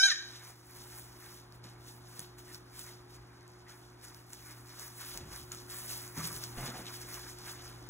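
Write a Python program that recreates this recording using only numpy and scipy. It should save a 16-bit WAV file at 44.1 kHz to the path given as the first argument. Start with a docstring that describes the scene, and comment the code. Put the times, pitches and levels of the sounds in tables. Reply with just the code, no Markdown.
"""Lamb's bleat and young animals in wood shavings

The end of a lamb's bleat, harmonics through moving throat resonances, rings out in a barn's noise tail.
Young animals then shuffle (banded clicks and hiss), snap flakes (ringing bursts), land hooves (decaying
modes) and scrape (resonant grains) inside a wire pen. Hum lines and ventilation noise lie behind.
Two microphone ports hear the treble a fraction of a millisecond apart."""
import sys
import numpy as np
from scipy import signal
from scipy.fft import rfft, irfft, next_fast_len
from scipy.io import wavfile
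from scipy.ndimage import uniform_filter1d

SR = 44100
rng = np.random.default_rng(int(sys.argv[2]) if len(sys.argv) > 2 else 0)


def transcribe(u):
    """Save the signal u as a 16-bit wav file named by the first command-line argument.

    u: samples, shape (n,) or (channels, n), limited to [-1, 1]; the rate is SR.
    q: integer samples, one column per channel.
    """
    v = np.clip(np.atleast_2d(u).T, -1, 1)
    q = np.round(v * 32767).astype(np.int16)
    wavfile.write(sys.argv[1], SR, q)


N = 347949
T = np.arange(N) / SR

# vocal folds and throat over time: t/s, pitch f/Hz, level/dB, roughness 0-1, middle resonance/dB,
# upper resonance f/Hz, upper resonance/dB, half-pitch lines/dB
CALL = [(0, 764.4, -27, .02, -10, 5260, 1.5, -40), (.014, 766, -25.5, .02, -10, 5400, 0, -40),
        (.024, 770, -29.5, .015, -11, 5500, 0, -40), (.033, 789, -22, .01, 3, 5600, -7, -40),
        (.04, 793, -21, .01, 5, 5630, -8, -40), (.049, 794.7, -23.5, .01, -.5, 5940, -7, -40),
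        (.059, 797.2, -20.5, 0, -2.5, 6200, -6.5, -40), (.069, 789.4, -24, .025, -1.5, 6300, -5, -30),
        (.075, 750, -30, .1, -3, 6500, -5, -12), (.087, 748, -26.5, .08, -10, 6500, -11, -13),
        (.096, 715, -36, .22, 2, 5900, -4, -12), (.105, 675, -34, .2, 7, 5450, 0, -11),
        (.111, 640, -32, .2, -5, 5450, -6, -9), (.119, 593.6, -26, .07, -20, 5400, -15, -12),
        (.128, 585.4, -32, .12, -20, 5400, -18, -12), (.135, 585, -44, .3, -12, 5400, -12, -8),
        (.165, 573, -55, .45, -8, 5200, -5, -6)]


def undb(db):
    """dB to gain."""
    return 10 ** (np.asarray(db) / 20)


def level(x, db):
    """Set the rms level."""
    return x * undb(db) / np.sqrt(np.mean(x ** 2))


def colour(x, points):
    """Shape a spectrum by (f/Hz, gain/dB) points, interpolated over log frequency."""
    hz, db = np.transpose(points)
    size = next_fast_len(N)
    f = np.maximum(np.arange(size // 2 + 1) * SR / size, 1)
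    gain = undb(np.interp(np.log(f), np.log(hz), db))
    return irfft(rfft(x, size) * gain, size)[:N]


def walk(rate, size=N):
    """Random levels held 1 / rate s and slewed twice; spread near 1."""
    k = int(SR / rate)
    held = np.repeat(rng.standard_normal(size // k + 1), k)
    return 1.3 * uniform_filter1d(uniform_filter1d(held, k), k)[:size]


def add(out, s, x):
    """Mix x into out from time s."""
    part = out[int(s * SR):int(s * SR) + len(x)]
    part += x[:len(part)]


def resonate(x, hz, q):
    """Ring x through one resonance."""
    return signal.lfilter(*signal.iirpeak(hz, q, fs=SR), x)


def earlier_bleat():
    """The call was already sounding, so the barn is full of it: nine harmonics with a wavering pitch."""
    length_s, call_db, wobble = .25, -28, .012  # wobble: fraction of pitch
    t = T[:int(length_s * SR)]
    hz = CALL[0][1] * (1 + wobble * walk(30, size=len(t)))
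    phase = 2 * np.pi * np.cumsum(hz) / SR
    shares_db = [-25, -2.0, -7, -12, -3, -1, -6, -7, -4]  # harmonics 1 to 9
    return undb(call_db) * sum(undb(db) * np.sin((k + 1) * phase) for k, db in enumerate(shares_db))


def bleat():
    """Vocal-fold harmonics weighted by throat resonances; roughness shakes them and lets breath through."""
    # resonance widths/Hz: lowest (moving), middle (fixed), upper (moving), top (fixed)
    widths_hz = (700, 1400, 1900, 3000)
    mouth_hz, mouth_rise_hz_per_s, middle_hz = 1550, 1060, 4000  # the lowest resonance climbs
    top_hz, top_db, top_fade_db_per_s = 9940, -19.5, 45  # the top resonance fades steadily through the call
    floor_db, breath_db = -17.5, -5
    s, *columns = np.transpose(CALL)
    t = T[T < s[-1]]
    hz, db, rough, mid_db, high_hz, high_db, half_db = (np.interp(t, s, c) for c in columns)
    low_hz = mouth_hz + mouth_rise_hz_per_s * t
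    rough = np.clip(rough, 0, 1)
    centres_hz = (low_hz, middle_hz, high_hz, top_hz)
    gains_db = (0, mid_db, high_db, top_db - top_fade_db_per_s * t)

    def throat(f):
        """Gain at f: steep-sided peaks; a small mouth radiates little under its first resonance."""
        peaks = [undb(g) / (1 + (2 * (f - c) / w) ** 2) ** 2
                 for c, w, g in zip(centres_hz, widths_hz, gains_db)]
        floor = undb(floor_db) / (1 + (f / 7000) ** 6)
        return (sum(peaks) + floor) * np.minimum(f / low_hz, 1) ** 1.8

    phase = 2 * np.pi * np.cumsum(hz * (1 + 0.1004 * rough * walk(300, size=len(t)))) / SR
    voice = 0
    for k in np.arange(2, 37) / 2:  # unequal alternate pulses add lines half-way between harmonics
        shake = np.sqrt(1 - rough ** 2) + 0.46 * rough * walk(250, size=len(t))
        # phases staggered so the harmonics' peaks do not pile up
        line = np.sin(k * phase - np.pi * k ** 2 / 8)
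        voice = voice + throat(k * hz) * shake * undb(half_db * (k % 1 > 0)) * line
    for f in range(1000, 12000, 250):  # breath: narrow noise bands through the same throat
        band = resonate(rng.standard_normal(len(t)), f, f / 300)
        voice = voice + throat(f) * rough * level(band, breath_db)
    return np.pad(voice * undb(db), (0, N - len(t)))


def barn(x, before):
    """Dense noise tail that builds up as the walls answer; each band decays at its own rate."""
    # echo bands: f/Hz, t60/s, level/dB, build-up time/s
    bands = [(500, .19, 0, .014), (1600, .56, -4, .045), (4000, .62, 0, .014), (8000, .36, 1, .012),
             (14000, .15, -4, .014)]
    barn_db = -13
    wander_s, wander_per_s = .00012, 120  # moving bodies and air blur the pitch that reaches the walls
    t, tail = T[:SR], 0
    for hz, t60_s, db, build_s in bands:
        decay = undb(db - 60 * t / t60_s) * (1 - np.exp(-(t / build_s) ** 2))
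        tail = tail + resonate(rng.standard_normal(SR), hz, .8) * decay
    x = np.concatenate([before, x])
    at = np.arange(len(x))
    x = np.interp(at + SR * wander_s * walk(wander_per_s, size=len(x)), at, x)
    wet = signal.fftconvolve(x, undb(barn_db) * tail / np.sqrt(np.sum(tail ** 2)))
    return wet[len(before):len(before) + N]


def background():
    """Wavering hum over broad ventilation noise; returns the shared and the differing part."""
    # common level of hum and air over time: t/s, gain/dB
    gain_points = [(0, -11), (.1, -7.5), (.3, -2), (.6, -3.5), (.8, 0), (2, 0.5), (3.5, 0), (4.8, -1),
                   (5.3, 1.5), (6, 3.5), (6.6, 5.5), (7.2, 3), (7.89, 4)]
    # hum lines: f/Hz, rms before the common gain/dB, waver/dB
    hum_lines = [(119.8, -57.6, 1.6), (241, -79, 2.5), (274.3, -75, 3), (310.6, -73.5, 3),
                 (359.6, -63, 1.8), (171, -73.5, 1)]
    # ventilation spectrum: f/Hz, relative density/dB
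    air_points = [(15, -45), (28, -21), (55, -1.5), (90, -10.5), (150, -14.5), (300, -10), (420, -15),
                  (560, -20), (750, -14.5), (1000, -15), (1500, -18), (2500, -33.5), (4500, -25),
                  (7500, -46), (8700, -32), (10200, -36), (11000, -48), (16000, -45)]
    # share of air that differs between the ports: f/Hz, gain/dB
    apart_points = [(30, -23), (100, -11.5), (300, -8.5), (650, 0.5), (1400, -7), (2600, 6.5), (4000, -23),
                    (8000, 2)]
    air_db = -60  # rms before the common gain
    common_gain = undb(np.interp(T, *np.transpose(gain_points)))
    hum = 0
    for hz, db, waver_db in hum_lines:
        wander = 0.091 * waver_db * walk(4.8)  # phase/rad
        line = np.sin(2 * np.pi * hz * T + rng.uniform(0, 2 * np.pi) + wander)
        hum = hum + level(line, db) * undb(waver_db * walk(7))
    shared, apart = (level(colour(rng.standard_normal(N), air_points), air_db) for _ in range(2))
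    return common_gain * (hum + shared), common_gain * colour(apart, apart_points)


def stirring():
    """Pushes swell and die steadily in dB over faint settling; returns crisp, dull and fine rustle gains."""
    # feet pushing through shavings: peak t/s, crisp peak/dB, 10 dB rise/s, 10 dB fall/s,
    # dull share/dB, fine share/dB
    pushes = [(0.361, -57, 0.3, 0.217, 0, -10), (0.486, -56.5, 0.1, 0.05, -2, -1.0),
              (0.767, -52.0, 0.04, 0.05, -3, -5.5), (0.969, -52.5, 0.227, 0.158, -4, -3.0),
              (1.241, -54.5, 0.06, 0.103, 0, -4.5), (1.381, -56.5, 0.17, 0.05, -10.0, -4.5),
              (1.551, -60.5, 0.032, 0.023, -3.5, -5.5), (1.64, -56.5, 0.006, 0.12, 0, -26),
              (1.891, -52.5, 0.05, 0.058, -8, -3.0), (2.213, -50.5, 0.12, 0.049, -5.5, -4.0),
              (2.388, -55, 0.01, 0.04, -11, -1.5), (2.551, -54.0, 0.099, 0.041, -3.5, -4.5),
              (2.794, -50.5, 0.0551, 0.053, -4.5, -2.5), (2.883, -50, 0.049, 0.055, -3.5, -5.5),
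              (3.105, -62, 0.02, 0.05, -5, -5), (3.15, -60.5, 0.04, 0.046, -3, -7),
              (3.498, -68, 2.14, 0.7, 1.5, -15), (3.695, -53.5, 0.013, 0.053, 0.5, -6),
              (3.788, -62.5, 0.07, 0.14, -6.0, -7.0), (4.045, -53.5, 0.025, 0.09, -2, -4),
              (4.17, -61, .05, .08, -3, -6), (4.337, -51.5, 0.03, 0.037, -9, -6),
              (4.514, -54.5, 0.18, 0.12, -1, -2.0), (4.725, -56.0, 0.07, 0.1, 1.0, -4.5),
              (4.82, -49, 0.06, 0.11, -5, -3.0), (5.011, -47.5, 0.039, 0.08, -2.5, -1),
              (5.144, -47, 0.126, 0.06, -7.5, -7.0), (5.334, -47.5, 0.048, 0.106, -5.5, -4),
              (5.522, -47.0, 0.006, 0.1, -7.5, -5), (5.705, -49.5, 0.015, 0.405, -3.5, -1.5),
              (5.921, -43.5, 0.06, 0.08, -9, -0.5), (6.077, -56, 0.36, 0.088, -2, -4),
              (6.177, -45, 0.023, 0.09, -0.5, -2.5), (6.254, -42, 0.054, 0.07, -6.5, -1.0),
              (6.37, -46, 0.09, 0.02, -6, -0.5), (6.436, -43, 0.03, 0.05, -12, -7),
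              (6.57, -52, .015, .06, -3, -5), (6.664, -45, 0.118, 0.054, -2.5, -3.0),
              (6.772, -51.0, 0.071, 0.16, -3, -3.5), (6.884, -47.0, 0.018, 0.08, -3.0, -9.5),
              (6.94, -46, 0.03, 0.04, -11, -2.5), (7.02, -50.5, 0.026, 0.04, -1.5, -3),
              (7.142, -46.0, 0.08, 0.12, -3, -4.5), (7.297, -52.5, 0.1, 0.043, -5.0, -3.0),
              (7.5, -47.5, 0.099, 0.061, -1, -3.5), (7.651, -53.0, 0.15, 0.192, -2, -7)]
    settling_db = [[-78], [-77], [-86]]  # crisp, dull, fine
    total, t = undb(settling_db) ** 2, T[::32]
    for s, db, rise_s, fall_s, dull_db, fine_db in pushes:
        push = undb(db - 10 * np.where(t < s, (s - t) / rise_s, (t - s) / fall_s))
        total = total + (push * undb([[0], [dull_db], [fine_db]])) ** 2
    return [np.interp(T, t, np.sqrt(row)) for row in total]


def crackle(per_s, spread_db, points, patchy_db):
    """Flakes of each size click in their own band and flurries, over a hiss; sizes uneven but bounded."""
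    out, together = 0, walk(90)
    low_hz, high_hz = points[1][0], points[-2][0]
    for hz in low_hz * 1.38 ** np.arange(np.log(high_hz / low_hz) // np.log(1.4) + 1):
        on = rng.random(N) < per_s / SR
        count = on.sum()
        size_db = spread_db * np.minimum(rng.exponential(size=count), 5.5)
        clicks = np.zeros(N)
        clicks[on] = rng.choice([-1, 1], count) * undb(size_db)
        grit = level(clicks, 0) + level(rng.standard_normal(N), -1.8)
        grit = grit * undb(1.1 * together + patchy_db * walk(35))
        out = out + resonate(grit, hz, 2.2) / np.sqrt(hz)
    return level(colour(out, points), 0)


def shavings(crisp, dull, fine):
    """Dry flakes crackle, finer dust hisses above them, heavier pushes add a dull scrape."""
    # flake spectrum: f/Hz, relative density/dB
    flake_points = [(1200, -14), (2500, -9.5), (4200, 1), (5200, 1.5), (6300, .5), (7500, -2.5), (9000, -2),
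                    (10500, -4), (12500, -2.5)]
    # dust spectrum: f/Hz, relative density/dB
    dust_points = [(5000, -21), (7500, -7), (9000, -3), (10500, -4.5), (12000, -4), (16000, 4)]
    scrape_points = [(400, -2.5), (800, -6.5), (1500, -1), (2400, -3), (4000, -40)]  # f/Hz, gain/dB
    flakes_db, dust_db, scrape_db = -0.37, 3, -2.5
    scrape = crackle(700, 2.9, scrape_points, patchy_db=3.0)
    flakes = crackle(1500, 2.9, flake_points, patchy_db=3.0)
    dust = crackle(2500, 3.5, dust_points, patchy_db=2.2)
    return crisp * undb(flakes_db) * flakes + fine * undb(dust_db) * dust + dull * undb(scrape_db) * scrape


def snaps(crisp):
    """Flakes crack and ring briefly while crumbs rattle; small snaps fall at random, scaled by the rustle."""
    # loud single flakes: onset t/s, level/dB, ring f/Hz, ring length/cycles (peak at half of it)
    loud = [(.3117, -42, 5430, 2), (.3945, -43, 9000, 1.5), (.82, -43, 6360, 2), (.9622, -40, 11100, 2),
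            (.9847, -39, 7750, 2), (1.5224, -44, 5160, 2.5), (1.641, -49, 4000, 2), (1.8635, -45, 6260, 2),
            (2.1929, -25, 9500, 3), (2.2022, -35, 6500, 2.5), (2.383, -44, 7560, 2),
            (2.5362, -43, 12000, 2), (2.5451, -32.5, 5200, 2.5), (2.5555, -41, 5500, 2),
            (2.579, -43, 13000, 3), (2.7921, -31, 9500, 2), (2.8644, -39, 6360, 2), (3.0973, -51, 8500, 2),
            (3.4081, -50, 6000, 1.5), (3.4779, -44, 8500, 2), (3.683, -48, 6000, 2), (3.8989, -52, 5860, 2),
            (4.0127, -48, 5000, 2), (4.0347, -45, 9000, 2), (4.083, -40, 8800, 3), (4.145, -38, 5500, 2),
            (4.3031, -46, 9000, 2.5), (4.3316, -30, 7500, 2.5), (4.795, -30, 7600, 2),
            (4.8797, -40, 14000, 2), (5.1741, -24, 7500, 1.5), (5.3594, -36, 11000, 2),
            (5.5172, -33, 5000, 1.5), (5.5182, -31, 6900, 8), (5.5474, -36, 7020, 3),
            (5.6984, -34, 9000, 4), (6.0771, -37, 7130, 3), (6.1749, -32, 6160, 2), (6.2594, -34, 6040, 2),
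            (6.362, -36, 4500, 2), (6.4378, -23.5, 6000, 1.5), (6.6583, -33, 7130, 2),
            (6.8658, -34, 3900, 2), (7.0155, -33.5, 6360, 3), (7.1417, -33, 5720, 2),
            (7.2975, -38, 10000, 2), (7.3856, -34, 11000, 1.5), (7.8256, -45.5, 6390, 2)]
    small_per_s, small_hz, small_cycles = 30, 10000, 2
    small_db, small_spread_db = 9, 4  # above the rustle of the moment
    ring_db, crack_db, crumbs_db, crumbs_t60_s = 0, 3, -13, .03
    build_s = .001  # a flake creaks this long before it breaks
    out, t = np.zeros(N), T[:SR // 40]
    small = []
    for when, size, pitch in rng.random((int(small_per_s * N / SR), 3)):
        rustle_db = 20 * np.log10(crisp[int(when * N)])
        db = rustle_db + small_db + small_spread_db * (2 * size - 1)
        small.append((.001 + when * T[-1], db, small_hz * 2 ** (pitch - .5), small_cycles))
    for s, db, hz, cycles in list(loud) + small:
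        turns = 2 * hz * t / cycles  # the ring swells, then fades
        ring = undb(ring_db) * np.sin(2 * np.pi * hz * t) * turns * np.exp(1 - turns)
        crack = undb(crack_db) * np.diff(np.exp(-t * SR / 2), prepend=0)
        crumbs = resonate(rng.standard_normal(len(t)), hz, 1.2) * undb(crumbs_db - 60 * t / crumbs_t60_s)
        add(out, s, undb(db) * crumbs * np.minimum(t / build_s, 1))
        add(out, s + build_s, undb(db) * (ring + crack))
    return out


def wire(x):
    """The pen wire scatters treble for a few milliseconds, differently on each call."""
    wire_db, t60_s, low_cut_hz = -7, .008, 3000
    t = T[:SR // 100]
    burst = rng.standard_normal(len(t)) * undb(-60 * t / t60_s)
    bright = signal.lfilter(*signal.butter(2, low_cut_hz, "high", fs=SR), x)
    return signal.fftconvolve(bright, undb(wire_db) * burst / np.sqrt(np.sum(burst ** 2)))[:N]


def hooves():
    """A soft push rings the bedded floor and the slab under it, and crunches the bedding."""
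    # landings: t/s, level/dB, crunch/dB, slab/dB, nominal main mode f/Hz
    landings = [(0.759, -56, -5, -19, 138), (1.645, -47, -7, -21, 190.5), (2.179, -50, -8, -17, 165),
                (5.149, -45, -2, -2, 134), (5.208, -43.5, -7.5, 1, 136), (5.259, -45, -9, -3, 163.5),
                (5.309, -49, -7, 7, 135), (5.401, -46.5, -16, 0, 136), (5.531, -55, -9, -12, 133),
                (6.176, -31.5, -13, -12.5, 155), (6.24, -38.5, -18, -17, 156), (6.299, -43, -19, -15, 155),
                (6.345, -44, -19, -15, 150), (6.575, -35, -6, -2, 140), (6.628, -37, -4, -16, 138),
                (6.681, -38.5, -5, -18, 189), (6.739, -44.5, 3, -18, 135), (6.789, -42.5, -3.5, -19, 181)]
    # floor modes: multiple of the main mode, nominal level/dB, t60/s
    modes = [(1, -1, 0.28), (1.25, -4, 0.18), (1.75, -2.5, .1), (2.6, -3.5, 0.092)]
    slab_hz, slab_t60_s = 66, 0.35  # nominal pitch
    out, t = np.zeros(N), T[:SR // 2]
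    for s, db, bright_db, deep_db, hz in landings:
        chance = rng.standard_normal((len(modes), 2))  # level and pitch scatter
        ring = 0
        for (multiple, mode_db, t60_s), (loud, sharp) in zip(modes, chance):
            mode_hz = hz * multiple * (1 + 0.032 * sharp)
            ring = ring + undb(mode_db + 2.2 * loud - 60 * t / t60_s) * np.sin(2 * np.pi * mode_hz * t)
        slab = np.sin(2 * np.pi * slab_hz * (1 + 0.23 * chance[0, 1]) * t)
        slab = slab * undb(deep_db - 60 * t / slab_t60_s)
        crunch = resonate(rng.standard_normal(len(t)), 620, .6) * undb(bright_db + 10.5 - 60 * t / 0.36)
        add(out, s - .006, undb(db - 2.0) * (1 - np.exp(-t / 0.0074)) * (ring + slab + crunch))
    return out


def scrapes():
    """A hoof scrapes flakes or wire: a flurry of grains rings one narrow resonance, swelling and fading."""
    # scrapes: centre t/s, rms before the swell/dB, f/Hz, length between 1/e points/s
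    strokes = [(1.235, -62, 1760, .04), (2.20, -62, 1900, .04), (2.5, -56, 1810, .04),
               (2.88, -59, 2000, .04), (3.68, -63, 1900, .04), (5.315, -57, 1100, .04),
               (5.34, -58, 1620, .04), (5.53, -56, 1290, .04), (6.18, -50, 900, .025),
               (6.2, -49, 1190, .03), (6.6, -53, 700, .05), (6.77, -54, 750, .06), (6.28, -54, 1450, .03),
               (6.31, -55, 1150, .03), (6.35, -57, 1700, .03), (6.40, -58, 1170, .09),
               (6.437, -56, 1500, .025), (6.66, -53, 990, .04), (6.72, -55, 1310, .04),
               (7.49, -56, 1920, .04)]
    sharpness_q, grains_per_s = 10, 2000
    out, t = np.zeros(N), T[:SR // 5]
    for s, db, hz, length_s in strokes:
        grains = rng.standard_normal(len(t)) * (rng.random(len(t)) < grains_per_s / SR)
        ring = level(resonate(grains, hz, sharpness_q), db)
        add(out, s - .1, ring * np.exp(-(2 * (t - .1) / length_s) ** 2))
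    return out


def scene():
    """The ports share most sound, shifted in phase; some air noise, echo and wire scatter differ."""
    # phase between ports: f/Hz, left lead/rad
    port_phase = [(0, 0), (450, -.3), (1400, -.1), (2000, .2), (4650, 3.14), (8900, 9.42), (13250, 15.7),
                  (17600, 22)]
    barn_apart_db = -4.5
    before, voice = earlier_bleat(), bleat()
    crisp, dull, fine = stirring()
    cracks = snaps(crisp)
    feet = shavings(crisp, dull, fine) + cracks + hooves() + scrapes()
    shared, apart = background()
    far = voice + 0.45 * feet  # the pen wall keeps most of the foot noise from the barn
    apart = apart + undb(barn_apart_db) * barn(far, before)
    f = np.arange(N // 2 + 1) * SR / N
    turn = np.exp(.5j * np.interp(f, *np.transpose(port_phase)))
    whole = rfft(voice + feet + barn(far, before) + shared)
    left = irfft(whole * turn, N) + apart + wire(cracks)
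    right = irfft(whole / turn, N) - apart + wire(cracks)
    return np.array([left, right])


def record(dry):
    """The phone cuts the top with a steep elliptic low-pass."""
    top_hz = 15680
    return signal.sosfilt(signal.ellip(10, .2, 60, top_hz, fs=SR, output="sos"), dry)


dry = scene()
out = record(dry)
transcribe(out)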